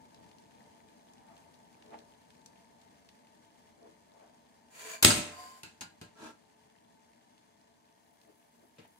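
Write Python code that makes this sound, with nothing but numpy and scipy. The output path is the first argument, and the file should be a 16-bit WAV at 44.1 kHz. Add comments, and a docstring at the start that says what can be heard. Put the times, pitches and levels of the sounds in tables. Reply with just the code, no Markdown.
"""Water drips and patters in a steel kitchen sink over a faint, dwindling hum. Near 5 s a steel spring
clamp holding a brass tube scrapes along the wall and drops in with a loud clank that rings the basin
and the tube. It slides with a thin squeal, rocks three times and drags to rest just after 6 s.
The water patters on; near the end a fresh pour fizzes and one dull knock sounds."""
import sys
import numpy as np
from scipy import signal
from scipy.fft import rfft, irfft, next_fast_len
from scipy.io import wavfile
from scipy.ndimage import map_coordinates

SR = 44100
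rng = np.random.default_rng(int(sys.argv[2]) if len(sys.argv) > 2 else 0)


def generate_wav(signal):
    """Clip the signal to [-1, 1] and save it as 16-bit WAV at the path in sys.argv[1]."""
    frames = np.transpose(np.atleast_2d(signal))
    scaled = np.clip(frames, -1, 1) * 32767
    pcm = np.round(scaled).astype(np.int16)
    wavfile.write(sys.argv[1], SR, pcm)


N = 396868

# A mode is one note an object rings at; its ring time is how long it takes to fade by 60 dB.
# Levels in the tables are relative. Modes: (pitch [Hz], level [dB], ring time [s])
HOLLOW_MODES = [(234.9, -4, 0.31), (316, -11, 0.56), (433, -6.5, 0.23), (588, -2.5, 0.12), (682, 0.5, .12),
                (787.4, -12.5, 0.76), (884, -1.5, 0.17), (932, -3, 0.051)]  # the hollow of the basin
BASIN_MODES = [(88.6, -16.5, 0.96), (107, -2.5, .34), (167, -2, .5), (195.5, -5.5, 0.31), (244.2, -3, 0.5),
               (319.8, -1, .4), (384.3, -1, 0.21), (595, -8.5, 0.73), (730, -10, 0.57), (890.3, -15, .4),
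               (928, -10, 0.26), (1036, -9, .7), (1041, -14.5, 0.55), (1316, -6, 0.44), (1620, -14.5, .4)]  # the basin's strongest notes
TUBE_MODES = [(1830, -11, .45), (2245, -11, .45), (3066, -9, .38), (3225, -11, .38), (3495, -9, .38),
              (3784, -8, .35), (4058, -8, .4), (4112, -8, .5), (4325, -10, .42), (5034, -11, .42),
              (5238, -9, .45), (6498, -10, .35), (7434, -12, .33), (8322, 2, .36), (8385, -6, .35),
              (8902, -9, .38)]  # the brass tube's bright ring
CLAMP_MODES = [(894, -9, .1), (1054, -9, 0.037), (1430, -6, 0.1), (1623, -1, 0.067), (2670, -8.5, 0.07),
               (2870, -4.5, 0.059), (4110, -2.5, 0.04), (4610, -4.5, 0.023), (4810, -7, 0.055),
               (7300, 0, .012)]  # the clamp's jaws
WALL_MODES = [(653, -12, 0.062), (1020, -12, 0.11), (1610, -3, .015), (2340, -5, .04), (4600, -4, .013),
              (6800, -5.5, 0.051)]  # the rubbed wall
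RASP_MODES = [(722, -4.5, 0.14), (1020, -6.5, 0.19), (4730, 5.5, .0136), (7045, -10.5, 0.11),
              (7700, -9, 0.035)]  # the rasp around the squeal
BOTTOM_MODES = [(236.4, -1.5, 0.31), (321, -0.5, 0.15), (436, -6.5, 0.21), (645, -2.5, 0.1),
                (892, 1, 0.063), (1351, 2.5, 0.1), (1615, 2.5, 0.04), (2590, -4.5, .05)]  # the bottom under the dragged load
# How strong each noise is from low to high: (frequency [Hz], level [dB])
DRUMMING_COLOUR = [(25, -15.5), (50, -15.5), (80, -8), (160, -4.5), (235, -0.5), (350, -6.5), (520, -12),
                   (660, -8.5), (750, -17.5), (900, -3.5), (1100, -23.5), (2000, -37), (4000, -81.5)]  # water drumming on steel
PATTER_COLOUR = [(590, -32), (1000, -4.5), (1120, -9.5), (1430, -10), (1840, -5), (2120, -11), (3360, -13),
                 (4040, -14), (6130, -13.5), (10100, -18), (15800, -30.5)]  # fine spurts of water
LIGHT_GRIT_COLOUR = [(120, -58), (200, -32), (294, -11.5), (393, -20.5), (439, -9), (788, -17),
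                     (1040, -12.5), (1220, -15.5), (1550, -8.5), (5470, -19), (7070, -12), (15800, -26)]  # metal sliding lightly
HEAVY_GRIT_COLOUR = [(41, -36.5), (70, -20), (135, -48.5), (238, -4), (375, -20.5), (631, -6), (740, -19.5),
                     (908, -6), (1140, -17), (1330, -15.5), (7140, -22.5), (15800, -41)]  # metal sliding under load
SHEET_COLOUR = [(25, -36.5), (50, -24), (75, -0.5), (120, 7.5), (300, 2), (500, -5.5), (1200, -7.5),
                (2200, -0.5), (3800, 0), (5600, -4), (8200, -5.5), (11000, -8.5), (15500, -17.5)]  # the steel sheet's crowd of weaker modes
# How long that crowd rings: (frequency [Hz], ring time [s])
SHEET_RING_TIMES = [(100, 0.36), (400, 0.71), (1000, 0.91), (2500, .6), (5000, 0.49), (8000, 0.51),
                    (14000, 0.28)]
# How alike left and right sound: (frequency [Hz], likeness [0 to 1])
WATER_LIKENESS = [(60, 1), (130, 0.66), (290, 0.52), (640, 0.17), (1400, 0.4), (8000, .15)]
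METAL_LIKENESS = [(60, .92), (290, 0.81), (640, .27), (1400, 0), (15000, 0.032)]
# Soft splashes: (peak time [s], level [dB], rise and fall time [s], pitch [Hz])
SPLASHES = [(1.32, -62, 0.076, 850), (1.942, -49, 0.02, 810), (1.94, -58, 0.078, 460),
            (3.86, -59, 0.053, 450), (4.23, -61.5, 0.098, 630), (8.297, -64, .036, 395),
            (8.638, -64, .03, 344), (8.853, -61.5, 0.011, 2250)]
# The loudest drops: (time [s], level [dB], pitch [Hz])
LOUD_DROPS = [(0.1452, -53, 4160), (0.314, -55, 2780), (0.384, -54, 3950), (1.135, -53.5, 6160),
              (1.366, -54, 2900), (1.541, -56.5, 4080), (1.8238, -53, 2350), (1.9883, -50.5, 4000),
              (2.3043, -55, 2970), (2.4604, -44.5, 5900), (2.815, -55.5, 3500), (3.089, -50.5, 3400),
              (7.3795, -60, 3590), (8.2142, -56, 3970)]
# Metal rubbing on steel, one row each for scrape, groan, last catch, slide, squeal and drag:
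# (start [s], rise [s], hold [s], level [dB])
STROKES = [(4.695, 0.22, 0.037, -46), (4.825, 0.041, 0.0087, -55), (4.927, 0.014, 0.012, -49),
           (5.153, 0.28, 0.17, -52.5), (5.292, .11, .17, -50), (6.15, 0.095, 0.049, -48)]
# Blows on the basin: (time [s], level [dB], thud [dB], treble [dB], crack [dB],
# ring length [share of the free ring], clamp [dB], pitch of the struck spot [Hz])
BLOWS = [(1.9337, -60, -9, -27, 4, .5, -10, 810), (5.0253, -20, -6, 7.5, -5, 0.21, -8, 11600),
         (5.0446, -20.5, 4, 6.5, 1, 0.93, -21, 8180), (5.0477, -23.5, -2.5, -1.5, 28.5, 0.22, -5, 3504),
         (5.0579, -28, -4, -11, -1, 0.5, -12, 3500), (5.083, -31, 4, 1.5, -3, 0.46, -14, 8350),
         (5.1032, -25, -14, -14, 2, .25, 1, 4650), (5.166, -40.5, 12, 7, 5, 0.78, -10, 2560),
         (5.6326, -50.5, 2.5, 1, 17, 0.64, 0.5, 2670), (5.8087, -40.5, -4.5, 1.5, -2.5, 0.24, -7, 6660),
         (5.814, -48.5, 1, -0.5, -7, 0.52, 4.5, 860), (6.013, -51.5, 8.5, -2.5, 11, 0.54, -2, 445.8),
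         (8.783, -49, 0.5, -24.5, -10, 0.49, -17, 458.5)]

DRUMMING_DB, DRUMMING_FADE_DB_PER_S = -62.5, 1.14
PATTER_DB, PATTER_FADE_DB_PER_S = -68, .5
DRIP_HZ, DRIP_SPREAD_OCTAVES, DROP_DULL_HZ = 3700, 0.84, 10800
RELEASE_DB_PER_S = 270.5  # how fast a stroke dies away
TOP_HZ = 15850


def amp(db):
    """Turn decibels into a gain to multiply by."""
    return 10 ** (np.asarray(db) / 20)


def unit(x):
    """Scale a signal to an average strength (rms) of 1."""
    return x / np.sqrt(np.mean(x ** 2) + 1e-20)


def along(points, hz):
    """Read between the rows of a (frequency, value) table, on an octave scale."""
    freqs, values = np.transpose(points)
    return np.interp(np.log(hz + 1), np.log(freqs), values)


def wobble(rate):
    """A smooth curve through `rate` random values a second."""
    return map_coordinates(rng.standard_normal(int(N * rate / SR) + 4), [np.arange(N) * rate / SR])


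def filtered(x, response):
    """Multiply each frequency in x by response(frequency)."""
    size = x.shape[-1]
    padded = next_fast_len(size + 8192)
    return irfft(rfft(x, padded) * response(np.fft.rfftfreq(padded, 1 / SR)), padded)[..., :size]


def uneven(x, depth_db, width_hz):
    """Make some narrow bands louder than their neighbours, in a fixed random ripple."""
    knots = np.arange(0, SR, width_hz)
    level_db = depth_db * rng.standard_normal(4096)[:len(knots)]
    return unit(filtered(x, lambda hz: amp(np.interp(hz, knots, level_db) * hz / (hz + 500))))


def noise(colour):
    """Two unrelated noises shaped by a colour table."""
    white = uneven(rng.standard_normal((2, N)), depth_db=3.5, width_hz=59)
    return unit(filtered(white, lambda hz: amp(along(colour, hz))))


def band(size, centre_hz, slope_db):
    """Two noises that weaken by slope_db for each octave away from a centre."""
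    white = rng.standard_normal((2, size))
    return unit(filtered(white, lambda hz: amp(-slope_db * abs(np.log2((hz + 1) / centre_hz)))))


def add(out, start, x):
    """Mix x into out from `start` seconds on."""
    part = out[:, max(round(start * SR), 0):][:, :x.shape[-1]]
    part += x[:, :part.shape[1]]


def ring(modes, scatter_db):
    """One second of fading modes, drawn afresh for two listening directions."""
    t = np.arange(SR) / SR
    return sum(amp(db + scatter_db * rng.standard_normal((2, 1))) * amp(-60 * t / ring_s)
               * np.sin(2 * np.pi * (hz * t + rng.random((2, 1)))) for hz, db, ring_s in modes)


def rubbed(modes, size=N):
    """Modes kept ringing by a random force."""
    force = rng.standard_normal((2, size + SR - 1))
    return unit(signal.fftconvolve(force, ring(modes, scatter_db=0), 'valid', axes=1))


def spread(pair, likeness):
    """Blend two signals into left and right: long waves reach both microphones alike."""
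    turn = lambda hz: np.arccos(np.clip(along(likeness, hz), -1, 1)) / 2
    mid, side = filtered(pair, lambda hz: np.array([np.cos(turn(hz)), np.sin(turn(hz))]))
    return np.array([mid + side, mid - side])


def stroke(start, rise, hold, db, held_db_per_s=-50):
    """Loudness of one rub or pour: it builds evenly, drifts while held and dies away."""
    t = np.arange(N) / SR - start
    held = np.clip(t - rise, 0, hold)
    released = np.maximum(t - rise - hold, 0)
    return np.clip(t / rise, 0, 1) * amp(db + held_db_per_s * held - RELEASE_DB_PER_S * released)


def hum(drum_gain):
    """A faint, fuzzy hum stands in the basin's hollow, stronger while the water drums."""
    return (amp(-74.5) + amp(-5.5) * drum_gain) * rubbed(HOLLOW_MODES)


def running_water(drum_gain, patter_gain):
    """Water drums on the steel and patters in tiny spurts."""
    drumming = drum_gain * amp(1.1 * wobble(14)) * noise(DRUMMING_COLOUR)
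    patter = patter_gain * amp(0.65 * wobble(25) + 1.3 * wobble(340)) * noise(PATTER_COLOUR)
    return drumming + patter


def fresh_pour():
    """Hot water lands on the metal and fizzes."""
    pour = stroke(start=7.6, rise=.6, hold=.85, db=-78.5, held_db_per_s=2)
    flicker = amp(1.5 * wobble(12) + 2.5 * wobble(200))
    return pour * flicker * band(N, centre_hz=10500, slope_db=13)


def spatter(patter_gain, count=700):
    """Droplets, mostly tiny, each ping for a few cycles; they fade with the patter."""
    out, t = np.zeros((2, N)), np.arange(SR // 100) / SR
    for when, pitch, size, phase in rng.random((count, 4)):
        hz = 1700 * 5.5 ** pitch
        ping = np.sin(2 * np.pi * (hz * t + np.array([[0], [phase]]))) * np.exp(-t * hz / 2)
        at = int(when * (N - 1))
        add(out, at / SR, patter_gain[at] * amp(5 + 12 * size ** 3) * ping)
    return out


def splashes():
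    """Water slops against the basin and makes its hollow sound."""
    out, t = np.zeros((2, N)), np.arange(SR) / SR
    for peak_s, db, width_s, hz in SPLASHES:
        swell = np.exp(-abs(t - .5) / width_s)
        spray = filtered(band(SR, hz, slope_db=9), lambda f: 1 / (1 + (f / 4500) ** 2))
        near_pitch = lambda f: amp(-14 * abs(np.log2((f + 1) / hz)))
        hollow = unit(filtered(rubbed(HOLLOW_MODES, SR), near_pitch))
        add(out, peak_s - .5, amp(db) * swell * (amp(-0.5) * spray + amp(1.5) * hollow))
    return out


def small_drops(drum_gain, patter_gain, count=36):
    """Random drops, rarer as the flow dwindles: rows of (time [s], level [dB], pitch [Hz])."""
    when, size, pitch = rng.random((count, 3)).T
    at = np.searchsorted(np.cumsum(drum_gain) / drum_gain.sum(), when)
    db = 20 * np.log10(patter_gain[at]) + 4 + 5 * size
    hz = DRIP_HZ * 2 ** (DRIP_SPREAD_OCTAVES * (2 * pitch - 1))
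    return list(zip(at / SR, db, hz))


def drop_ticks(drops):
    """Single drops tick on the metal; a drop is soft, so its highest treble is weak."""
    out, t = np.zeros((2, N)), np.arange(SR // 8) / SR
    for start, db, hz in drops:
        snap, echo = amp(-60 * t / 0.013), amp(-13.5 - 60 * t / 0.16)
        hiss = filtered(band(len(t), hz, slope_db=8), lambda f: 1 / (1 + (f / DROP_DULL_HZ) ** 4))
        add(out, start, amp(db - 1) * (snap + echo) * hiss)
    return out


def stick_slip(hz, waver):
    """Metal sticks and slips so quickly that it sings a wavering tone."""
    phase = 2 * np.pi * hz * np.arange(N) / SR + waver * wobble(35)
    return unit(np.array([np.sin(phase), np.cos(phase)]) * amp(2 * wobble(50)))


def scraping():
    """Sliding metal catches unevenly on the steel: it grates, rings the rubbed part and sings."""
    scrape, groan, catch, slide, squeal, drag = [stroke(*row) for row in STROKES]
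    catching = unit(amp(.8 * wobble(60) + wobble(600)))
    wall = amp(0.5) * scrape * noise(LIGHT_GRIT_COLOUR)
    wall += (amp(-1.5) * scrape + catch) * rubbed(WALL_MODES)
    wall += (groan + amp(-17.5) * scrape) * stick_slip(hz=436, waver=.7)
    bottom = amp(-2) * slide * noise(LIGHT_GRIT_COLOUR)
    bottom += squeal * (stick_slip(hz=1044, waver=0.35) + amp(-3) * rubbed(RASP_MODES))
    bottom += drag * (amp(-3.5) * noise(HEAVY_GRIT_COLOUR) + rubbed(BOTTOM_MODES))
    return catching * (wall + bottom)


def sheet_ring(crowd, thud_db, treble_db, ring_share):
    """The sheet's many modes fade like noise; a heavy blow gives more bass, a hard one more treble."""
    hz, when, spectrum = signal.stft(crowd, SR, nperseg=512)
    tilt = amp(thud_db / (1 + (hz / 330) ** 2) + treble_db / (1 + (6000 / (hz + 1)) ** 2))
    colour = unit(amp(along(SHEET_COLOUR, hz))) * tilt
    fade = amp(-60 * when / (ring_share * along(SHEET_RING_TIMES, hz)[:, None]))
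    return signal.istft(spectrum * colour[:, None] * fade, SR, nperseg=512)[1][:, :SR]


def damped(modes, ring_share):
    """A hand or a resting edge shortens the ring, least for the lowest, whole-body modes."""
    return [(hz, db, ring_s * ring_share ** min(hz / 250, 1)) for hz, db, ring_s in modes]


def clanks():
    """Each blow cracks, rings the basin and the tube, and rattles the clamp's jaws."""
    out, t = np.zeros((2, N)), np.arange(SR) / SR
    crowds = uneven(rng.standard_normal((len(BLOWS), 2, SR)), depth_db=3.5, width_hz=55)
    onset = 1 - np.exp(-t / .0012)
    for crowd, blow in zip(crowds, BLOWS):
        start, db, thud_db, treble_db, crack_db, ring_share, clamp_db, spot_hz = blow
        sheet = sheet_ring(crowd, thud_db, treble_db, ring_share)
        # the crack is too brief to carry bass
        crack = amp(crack_db - 60 * t / 0.012) * filtered(sheet, lambda f: f / (f + 300))
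        basin = amp(thud_db - 9.5) * ring(damped(BASIN_MODES, ring_share), scatter_db=1)
        tube_gain = amp(treble_db - 10.5) * ring_share ** 2
        tube = tube_gain * ring(damped(TUBE_MODES, ring_share), scatter_db=0.5)
        jaws = amp(clamp_db - 60 * t / (0.48 * ring_share)) * rubbed(CLAMP_MODES, SR)
        # the struck spot favours one group of modes
        spot = amp(-0.5 - 60 * t / (0.39 * ring_share)) * band(SR, spot_hz, slope_db=90)
        add(out, start, amp(db) * onset * (sheet + crack + basin + tube + jaws + spot))
    return out


def scene():
    """The metal lies in the middle; the water is to the left and reaches that microphone first."""
    t = np.arange(N) / SR
    drum_gain = amp(DRUMMING_DB - DRUMMING_FADE_DB_PER_S * t)
    patter_gain = amp(PATTER_DB - PATTER_FADE_DB_PER_S * t)
    metal = spread(clanks() + scraping(), METAL_LIKENESS) * amp([[.2], [-.2]])
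    water = running_water(drum_gain, patter_gain) + fresh_pour() + splashes()
    water += drop_ticks(LOUD_DROPS + small_drops(drum_gain, patter_gain))
    water += spatter(patter_gain) + hum(drum_gain)
    left, right = spread(water, WATER_LIKENESS) * amp([[1.1], [-1.1]])
    delay_s = .00047
    late_right = filtered(right, lambda hz: np.exp(-2j * np.pi * hz * delay_s))
    return metal + np.array([left, late_right])


def record(dry):
    """The microphone clips at full scale and loses the deep bass and the highest treble."""
    low_cut = signal.butter(3, 52, 'highpass', fs=SR, output='sos')
    thinned = signal.sosfilt(low_cut, np.clip(dry, -1, 1))
    return filtered(thinned, lambda hz: np.clip((TOP_HZ + 150 - hz) / 300, 0, 1))


dry = scene()
out = record(dry)
generate_wav(out)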